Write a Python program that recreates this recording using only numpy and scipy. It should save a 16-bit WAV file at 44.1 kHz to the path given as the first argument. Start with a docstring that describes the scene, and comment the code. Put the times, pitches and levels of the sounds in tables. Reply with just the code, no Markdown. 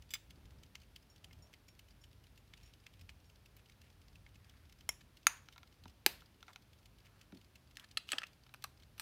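"""In a quiet room, close up, two hands work a silver pocket watch over a tray of ticking watches. The dust cap
latch clicks, fingernails click unevenly on the watch and a spring pings. The back and the bezel (the rim around
the glass) snap shut, the catch cracks, the watch rattles into its outer case and the lid drops. Each hit makes
a part ring with its own few tones, which the fingers quickly damp. Fingers rub and bump softly, and a faint
rumble, hum and hiss lie underneath."""
import sys
import numpy as np
from scipy import signal
from scipy.fft import rfft, irfft
from scipy.io import wavfile
from scipy.ndimage import uniform_filter1d

SR = 44100
rng = np.random.default_rng(int(sys.argv[2]) if len(sys.argv) > 2 else 0)


def generate_wav(signal):
    """Clip the signal to [-1, 1] and save it as 16-bit WAV at the path in sys.argv[1]."""
    frames = np.transpose(np.atleast_2d(signal))
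    scaled = np.clip(frames, -1, 1) * 32767
    pcm = np.round(scaled).astype(np.int16)
    wavfile.write(sys.argv[1], SR, pcm)


N = 397341


def gain(db):
    """Turn decibels into a multiplier."""
    return 10 ** (np.asarray(db) / 20)


def unit(x):
    """Scale a sound to an average (rms) level of 1."""
    return x / np.sqrt(np.mean(x ** 2))


def add(out, start_s, x):
    """Mix x into out from start_s on."""
    i = max(int(start_s * SR), 0)
    out[..., i:i + x.shape[-1]] += x[..., :max(N - i, 0)]


def noise(colour):
    """Noise shaped by (pitch_hz, level_db) points."""
    hz, db = np.transpose(colour)
    f = np.maximum(np.fft.rfftfreq(N, 1 / SR), 1)
    shape = gain(np.interp(np.log(f), np.log(hz), db))
    return unit(irfft(rfft(rng.standard_normal(N)) * shape, N))


def resonance(f, hz, q):
    """Favour pitches near hz; a higher q makes the peak narrower."""
    return 1 / (1 + 1j * q * (f / hz - hz / f))


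def ring(tones, low_hz):
    """A tapped part: each tone fades 60 dB in ring_s, and small parts give off no bass."""
    t = np.arange(SR // 5) / SR
    # neighbouring tones swing against each other
    sound = sum((-1) ** k * gain(db) * 1000 ** (-t / ring_s) * np.sin(2 * np.pi * hz * t)
                for k, (hz, db, ring_s) in enumerate(tones))
    return signal.sosfilt(signal.butter(2, low_hz, "high", fs=SR, output="sos"), sound)


def contact(body, focus_db, level_db, bright_db_per_octave, spot_hz, chatter_s, chatter_db):
    """One blow, then a fading chatter of tiny bounces. Returns the sound ahead and all around."""
    size = len(body)
    t = np.arange(size) / SR
    chatter = rng.standard_normal(size) * rng.exponential(size=size) * np.exp(-t / chatter_s)
    force = gain(chatter_db) * chatter / np.linalg.norm(chatter)
    force[0] += 1  # the first blow
    f = np.maximum(np.fft.rfftfreq(2 * size, 1 / SR), 1)
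    hardness = gain(bright_db_per_octave * np.log2(np.maximum(f, 200) / 3000))
    # the spot that is hit changes the tones near spot_hz by focus_db
    spot = 1 + (gain(focus_db) - 1) * resonance(f, spot_hz, q=13)
    ahead = rfft(force, 2 * size) * rfft(body, 2 * size) * hardness * spot
    # each tone beams its own way, so all directions together have a smoother spectrum
    smooth_power = uniform_filter1d(np.abs(ahead) ** 2, size=int(800 / f[1]))
    around = np.sqrt(np.abs(smooth_power)) * np.exp(-2j * np.pi * f * .001)  # 1 ms later
    sound = irfft([ahead, around])[:, :size]
    loudest = uniform_filter1d(sound[0] ** 2, size=SR // 250, mode="constant").max()
    return sound * gain(level_db) / np.sqrt(loudest)


def strike(hits, tones, low_hz, focus_db):
    """Play a list of hits on one part."""
    out = np.zeros((2, N))
    body = ring(tones, low_hz)[:SR // 10]
    for start_s, *blow in hits:
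        add(out, start_s, contact(body, focus_db, *blow))
    return out


# how the rumble swells: time_s, relative_db
RUMBLE_SWELLS = [(0.0, -59), (0.22, -69), (0.3, -58), (1.13, -69), (1.38, -57), (1.5, -66), (2.98, -66),
                 (3.03, -54), (3.06, -62), (3.39, -68), (4.16, -61), (5.74, -69), (5.87, -57), (5.92, -66),
                 (6.78, -69), (8.66, -69), (8.98, -63), (9.01, -71)]
# the colour of the rumble and of the hiss: pitch_hz, relative_db
RUMBLE_SHAPE = [(15, -38.5), (25, -18), (33, -9.5), (50, 4), (85, 4), (110, -2.5), (156, -9.5),
                (200, -14.5), (300, -19), (390, -45), (660, -100)]
HISS_SHAPE = [(88, -32), (150, 0), (494, -10), (1040, -14.5), (1720, -15.5), (1900, -17), (2650, -16.5),
              (4950, -20.5), (7470, -27.5), (9630, -27.5), (10600, -32), (11300, -27), (12400, -32),
              (15100, -29), (16000, -35)]
# low hum and thin bands of high hiss: pitch_hz, width_hz, level_db
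HUM_BANDS = [(50, 1.3, -74.5), (73.2, 1.5, -78.5), (103.24, 1, -75.5), (127, 1.1, -77.5), (9800, 250, -91),
             (11560, 250, -90.5), (14700, 450, -91.5)]
def background(rumble_trim_db=-1.5, hiss_db=-71):
    """A low rumble that swells as the hands move, a wavering hum and a steady hiss."""
    t, f = np.arange(N) / SR, np.fft.rfftfreq(N, 1 / SR)
    swell_db = np.interp(t, *np.transpose(RUMBLE_SWELLS))
    out = noise(RUMBLE_SHAPE) * gain(swell_db + rumble_trim_db)
    for hz, width_hz, db in HUM_BANDS:
        band = rfft(rng.standard_normal(N)) / (1 + ((f - hz) / width_hz) ** 2)
        out += gain(db) * unit(irfft(band, N))
    return out + noise(HISS_SHAPE) * gain(hiss_db)


# tones of the clockwork, used for all ticks and for the fingernail clicks: pitch_hz, level_db, ring_s
CLOCKWORK_TONES = [(2115, 1.5, 0.0017), (3209, 2.5, 0.0018), (4940, -3.5, 0.0024), (6362, -15.5, 0.0053),
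                   (6991, -29, 0.0406), (7496, -11, 0.0018), (9994, -15, 0.0023), (11718, -25, 0.0068),
                   (14297, -15.5, 0.0031)]
# fingernail clicks on the watch: start_s, level_db, bright_db_per_octave, spot_hz
NAIL_CLICKS = [(0.023, -60, 1, 2720), (0.754, -46.5, -2, 2090), (0.961, -50.5, 0.5, 3300),
               (1.244, -52, 2.5, 3180), (1.31, -61.5, -6, 2090), (1.5383, -55, -1.5, 2050),
               (1.793, -56, 2.5, 2820), (2.5372, -52.5, -3, 3460), (2.8662, -51.5, -3, 2430),
               (3.012, -60, 1.5, 1540), (3.0928, -50, -2.5, 2090), (3.5673, -62, 9, 14530),
               (3.6975, -60.5, 0.5, 2220), (4.2643, -58, -4.5, 2200), (4.7248, -60, 1.5, 2110),
               (5.012, -61, -3, 1710), (5.838, -59.4, 1.2, 4110), (7.3717, -61, 0.5, 4370),
               (8.8337, -62, 0, 4270)]
def nail_clicking(chatter_s=0.003, chatter_db=2.5, lead_s=0.0032, lead_db=-15):
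    """Fingernails click unevenly on the watch, each click with a faint click just before it."""
    leads = [(s - lead_s, db + lead_db, *rest) for s, db, *rest in NAIL_CLICKS]
    hits = [(*row, chatter_s, chatter_db) for row in leads + NAIL_CLICKS]
    return strike(hits, CLOCKWORK_TONES, low_hz=1200, focus_db=9.5)


def swings(first_s, period_s, tock_after_s, tick_db, tock_vs_tick_db, spot_hz, bright_db_per_octave=1):
    """Each swing of a watch's balance wheel gives a tick and a weaker tock, no two quite alike."""
    for start_s in np.arange(first_s, N / SR, period_s):
        pair = []
        for s, db in (start_s, tick_db), (start_s + tock_after_s, tick_db + tock_vs_tick_db):
            stray_db, stray_octaves = rng.normal(0, [1, 0.15])
            pair.append((s, db + stray_db, bright_db_per_octave, spot_hz * 2 ** stray_octaves))
        yield pair


# watches beating out of step: first_s, period_s, tock_after_s, tick_db, tock_vs_tick_db, spot_hz
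HELD_BEAT = (0.3075, 0.348, 0.2, -60, -5, 2950)
TRAY_BEATS = [(0.092, 0.3628, 0.208, -65.5, -5.5, 4250), (0.358, 0.443, 0.228, -66, -5, 5000)]
# the held watch gains and loses time as it is tilted: time_s, late_s
HELD_DRIFT = [(0.3, 0), (1.0, -0.0425), (1.35, -0.021), (2.05, -0.008), (2.4, -0.019), (3.44, 0.02),
              (3.79, 0.029), (4.48, 0.013), (4.83, -0.023), (5.18, -0.009), (5.88, 0.005), (6.92, -0.062),
              (7.27, -0.054), (7.6, -0.06), (9.0, -0.028)]
def ticking(chatter_s=0.0042, chatter_db=4.5, unlock_s=0.0032, unlock_db=-12):
    """On each beat a toothed wheel is softly unlocked, then drops against its stop."""
    drops = []
    for pair in swings(*HELD_BEAT):
        late_s = np.interp(pair[0][0], *np.transpose(HELD_DRIFT))
        drops += [(s + late_s, *blow) for s, *blow in pair]
    for watch in TRAY_BEATS:
        for pair in swings(*watch):
            drops += pair
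    unlocks = [(s - unlock_s, db + unlock_db, *rest) for s, db, *rest in drops]
    hits = [(*row, chatter_s, chatter_db) for row in unlocks + drops]
    return strike(hits, CLOCKWORK_TONES, low_hz=1600, focus_db=8)


# tones of the dust cap: pitch_hz, level_db, ring_s
CAP_TONES = [(1400, -5, .003), (2290, 0, .008), (2960, -6, .02), (3490, -2, .03), (4250, -2, .003),
             (4935, -7, .036), (5490, -13, .012), (6090, -6, .018), (7370, -10, .024), (7925, -12, .028),
             (8940, -8, .004), (10140, -14, .02), (11400, -9, .009), (12690, -16, .014), (13240, -13, .014),
             (14000, -8, .0037), (15340, -9, .011)]
# its latch: start_s, level_db, bright_db_per_octave, spot_hz, chatter_s, chatter_db
CAP_HITS = [(0.1059, -50, 2, 14860, 0.013, 6), (0.1376, -35.0, 0.5, 3510, 0.007, -1),
            (0.152, -47, -6, 2860, 0.0058, 5)]
def cap_click():
    """The latch makes the dust cap ring with three quick clicks."""
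    return strike(CAP_HITS, CAP_TONES, low_hz=890, focus_db=-3)


# skin and metal sliding: start_s, length_s, level_db, pitch_hz
SLIDES = [(0.26, 0.46, -68, 118), (1.148, 0.44, -78.5, 650), (2.545, 0.19, -75, 2700),
          (2.779, 0.27, -81.5, 2450), (3.558, 0.051, -72.5, 2320), (3.827, 0.067, -75, 2320),
          (4.357, 0.36, -78.5, 1630), (6.473, 0.051, -65.5, 1060), (6.949, 0.37, -79.5, 1300),
          (7.045, 0.033, -69.5, 2300), (7.774, 0.087, -66.5, 1510), (8.073, 0.083, -58, 3070),
          (8.13, 0.115, -63, 1350), (8.134, 0.04, -67, 3200), (8.128, 0.063, -67, 617)]
def rubbing(uneven_db=4, slip_chance=.05):
    """Each slide is a swell of tiny uneven slips, loosely gathered around one pitch."""
    out = np.zeros(N)
    for start_s, length_s, db, hz in SLIDES:
        size = int(length_s * SR)
        slips = rng.standard_normal(size) * gain(uneven_db * rng.standard_normal(size))
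        slips *= rng.random(size) < slip_chance
        f = np.maximum(np.fft.rfftfreq(size, 1 / SR), 1)
        sound = irfft(rfft(slips) * resonance(f, hz, q=2.3), size)
        add(out, start_s, gain(db) * unit(sound * signal.windows.tukey(size, .5)))
    return out


# tones of a steel spring in the open clockwork: pitch_hz, level_db, ring_s
SPRING_TONES = [(5535, 0, .17), (6980, -4, .11), (9588, -15, .15), (12060, -15, .15)]
# its pings: start_s, level_db
SPRING_PINGS = [(1.1, -63), (1.4235, -61), (1.6822, -62.5), (2.0148, -66), (2.6333, -66), (2.6603, -63),
                (3.2545, -71.5)]
def spring(shut_db=-57):
    """The spring rings now and then, and when the back snaps shut over it."""
    out = np.zeros(N)
    ping = ring(SPRING_TONES, low_hz=2980)
    shut_s = BACK_HITS[0][0]
    for start_s, db in [*SPRING_PINGS, (shut_s, shut_db)]:
        add(out, start_s, gain(db) * ping)
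    return out


# tones of the watch's back: pitch_hz, level_db, ring_s
BACK_TONES = [(900, -2, .003), (1450, -12, .008), (2127, -6, .017), (2450, -8, .005), (3244, -9, .012),
              (5530, -5, .036), (6519, -7, .014), (6990, -4, .016), (7560, -15, .025), (8650, -22, .015),
              (10300, 2, .008), (12100, -15, .009), (12670, -16, .016), (13320, -13, .014),
              (14400, -13, .003)]
# its snap: start_s, level_db, bright_db_per_octave, spot_hz, chatter_s, chatter_db
BACK_HITS = [(4.8908, -30, -0.5, 3244, 0.0016, -1)]
def back_snap():
    """The back shuts with one bright blow."""
    return strike(BACK_HITS, BACK_TONES, low_hz=650, focus_db=7)


# tones of the bezel: pitch_hz, level_db, ring_s
BEZEL_TONES = [(1341, -2, 0.0073), (2372, 0, 0.0045), (3673, -17, 0.0198), (4692, -9, 0.0044),
               (5488, -37, 0.0028), (6083, -8, 0.0052), (6670, -8, 0.0199), (7833, -24, 0.0134),
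               (7934, -10, 0.0025), (9277, -13, 0.0152), (10192, -16, 0.0128), (10205, -12, 0.0045),
               (11558, -17, 0.0109), (12093, -18, 0.0049), (13024, -24, 0.017), (13706, -17, 0.004),
               (15259, -24, 0.0128)]
# its snap: start_s, level_db, bright_db_per_octave, spot_hz, chatter_s, chatter_db
BEZEL_HITS = [(5.2687, -17.5, -0.2, 780, 0.0015, -11)]
def bezel_snap():
    """The rim around the glass snaps shut loudly, with little bounce."""
    return strike(BEZEL_HITS, BEZEL_TONES, low_hz=520, focus_db=7)


# tones of a dull knock: pitch_hz, level_db, ring_s
KNOCK_TONES = [(750, -10.5, 0.042), (1000, -5.5, .018), (1380, -3, 0.018), (2276, -1.5, 0.0073),
               (3800, -2, 0.004), (6010, -10, 0.0027), (11880, -17.5, 0.00083)]
# finger touches: start_s, level_db, bright_db_per_octave, spot_hz, chatter_s
KNOCK_HITS = [(5.4865, -52.5, 4.7, 1480, 0.0032), (5.5609, -58.5, -0.4, 1380, 0.0038),
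              (5.5797, -53.5, 6, 1380, 0.0025), (5.6315, -56, 2.5, 1340, 0.0018),
              (5.8562, -53.5, -1, 900, 0.0021), (6.2206, -59, 1, 2020, 0.0029),
              (6.4281, -51.5, 5.9, 3250, 0.0025), (6.4812, -53, 2, 2170, 0.0065),
              (6.5598, -49.5, 5.2, 2550, 0.002), (7.3226, -60, 2, 1270, 0.0027),
              (8.4652, -62, 5, 1570, 0.0025), (8.4931, -64, 5.3, 1640, 0.0025)]
def knocking(chatter_db=0.3):
    """Fingers and metal meet in dull knocks."""
    hits = [(*row, chatter_db) for row in KNOCK_HITS]
    return strike(hits, KNOCK_TONES, low_hz=450, focus_db=5)


# low tones of a soft bump: pitch_hz, level_db, ring_s
BUMP_TONES = [(178.4, -2.5, 0.036), (249, -0.5, 0.035), (335, -2, 0.021), (510, -3, 0.01), (719, -5, .014),
              (1390, -16, 0.0098)]
# the bumps: start_s, level_db, bright_db_per_octave, spot_hz, chatter_s, chatter_db
BUMP_HITS = [(5.856, -55.5, -2, 300, .003, -5), (6.063, -47, 0, 240, 0.0035, -6.5),
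             (7.325, -50.5, -10, 190, .015, 7), (7.357, -56, -10, 172, .012, -3),
             (8.132, -47.5, 10.5, 580, 0.0057, 4)]
def bumping():
    """The watch bumps softly into the palm and the lined tray."""
    return strike(BUMP_HITS, BUMP_TONES, low_hz=109.2, focus_db=0.5)


# tones of the catch: pitch_hz, level_db, ring_s
CATCH_TONES = [(357, -18, 0.0172), (839, -14, 0.018), (1620, -11, 0.0171), (2416, -4, 0.0086),
               (4087, 0, 0.0043), (4980, -6, 0.0084), (6120, -13, 0.0141), (7121, -12, 0.0033),
               (7407, -23, 0.0215), (7952, -20, 0.0201), (8773, -12, 0.01), (9539, -11, 0.009),
               (10227, -18, 0.0074), (10558, -41, 0.0406), (11480, -13, 0.0071), (12526, -16, 0.0075),
               (13073, -9, 0.0046), (14222, -3, 0.0025)]
# its crack: start_s, level_db, bright_db_per_octave, spot_hz, chatter_s, chatter_db
CATCH_HITS = [(6.063, -18.5, 0, 1700, 0.0014, -5)]
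def catch_crack():
    """The catch cracks with one hard blow."""
    return strike(CATCH_HITS, CATCH_TONES, low_hz=230, focus_db=3.5)


# tones of the outer case: pitch_hz, level_db, ring_s
CASE_TONES = [(605, -18, 0.011), (1281, -11, 0.018), (1740, -5, 0.01), (2770, 4.5, 0.0048),
              (4540, 2, 0.0022), (5220, -20.5, 0.039), (5870, -11.5, 0.0071), (6920, -18.5, 0.021),
              (8000, -21.5, 0.016), (8800, -25.5, 0.026), (8700, -8.5, 0.0018), (10200, -34, 0.021),
              (10800, -25, 0.029), (11900, -33, 0.019), (12500, -16.5, 0.0025), (15349, -35, 0.0025)]
# the rattle: start_s, level_db, bright_db_per_octave, spot_hz, chatter_s, chatter_db
CASE_HITS = [(7.7701, -46, 3.5, 1890, 0.002, -3), (7.7972, -51.5, 6.5, 3440, 0.0036, -3),
             (7.8441, -56.5, 1, 4130, 0.0026, 8), (7.9137, -58.5, 3.5, 4300, 0.0023, 0),
             (7.9719, -33.5, 0.5, 3230, 0.0059, -17), (7.9734, -31, 1, 4100, 0.0019, 5),
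             (8.0898, -42.2, 0, 3050, 0.0029, -2), (8.1189, -31.5, 1.5, 7900, 0.002, -1),
             (8.1306, -35.5, -10.5, 3160, 0.0036, -1), (8.132, -36, 0.5, 2600, 0.0015, 6),
             (8.1827, -37, -3.5, 3180, 0.00094, 8), (8.1842, -34.5, -0.5, 4590, 0.0011, 0),
             (8.1997, -58, -9, 2540, 0.0026, -3), (8.2178, -46, -4.5, 1540, 0.002, 20),
             (8.2328, -42, -1.5, 1880, 0.0029, 12), (8.2381, -42, -3.9, 2540, 0.0039, -9),
             (8.2684, -57, 3.5, 2930, 0.0019, 0)]
def case_rattle():
    """The watch hits one spot after another as it settles into its outer case."""
    return strike(CASE_HITS, CASE_TONES, low_hz=635, focus_db=12)


# tones of the outer lid: pitch_hz, level_db, ring_s
LID_TONES = [(722, -3, 0.0046), (1380, 3.5, 0.0034), (2610, -2.5, 0.0062), (4130, -0.5, 0.0025),
             (5900, -9.5, 0.0053), (6960, -22.5, 0.013), (8280, -14, 0.0066), (10450, -12, 0.0039),
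             (11700, -18.5, 0.0072), (12600, -12.5, 0.0042), (14600, -15, .005)]
# its clicks: start_s, level_db, bright_db_per_octave, spot_hz, chatter_s, chatter_db
LID_HITS = [(8.5398, -50.0, 2, 2480, 0.0014, -1), (8.5448, -51, -0.7, 1520, 0.001, -24),
            (8.6405, -39.5, 1, 4100, 0.0023, 1), (8.6442, -43, 0, 1140, 0.012, -7.5),
            (8.98, -57, 1.5, 2890, 0.0099, 6), (8.9971, -39.4, 3, 8290, 0.0059, 0.5)]
def lid_drop():
    """The lid drops and is pressed home."""
    return strike(LID_HITS, LID_TONES, low_hz=500, focus_db=8.5)


def room(ahead, around, near_db=-17, near_s=.006, tail_db=-20, low_ring_s=0.4, high_ring_s=0.29):
    """Quick echoes off hands and tray, then a furnished room's short tail, losing its treble first."""
    t = np.arange(SR // 2) / SR
    f = np.fft.rfftfreq(len(t), 1 / SR)
    near = rng.standard_normal(len(t)) * np.exp(-t / near_s) * (t > .002)
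    echoes = rfft(rng.standard_normal(len(t)))
    tail = np.zeros(len(t))
    for octave, ring_s in enumerate(np.linspace(low_ring_s, high_ring_s, 7)):
        low_hz = 125 * 2 ** octave
        band = irfft(echoes * (f >= low_hz) * (f < 2 * low_hz), len(t))
        tail += band * gain(-0.2 * octave - 60 * t / ring_s)
    tail *= np.clip(t / .004, 0, 1)
    scatter = signal.fftconvolve(ahead, near / np.linalg.norm(near))[:N]
    walls = signal.fftconvolve(around, tail / np.linalg.norm(tail))[:N]
    return ahead + gain(near_db) * scatter + gain(tail_db) * walls


def scene():
    """The watches and the hands in the room, over the background."""
    metal = cap_click() + back_snap() + bezel_snap() + catch_crack() + case_rattle() + lid_drop()
    fingers = knocking() + bumping() + rubbing()
    clockwork = nail_clicking() + ticking() + spring()
    ahead, around = metal + fingers + clockwork
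    return (room(ahead, around) + background())[None]


def record(dry, top_hz=15900):
    """The recorder cuts off the highest treble."""
    return signal.sosfilt(signal.ellip(8, .2, 70, top_hz, fs=SR, output="sos"), dry)


dry = scene()
out = record(dry)
generate_wav(out)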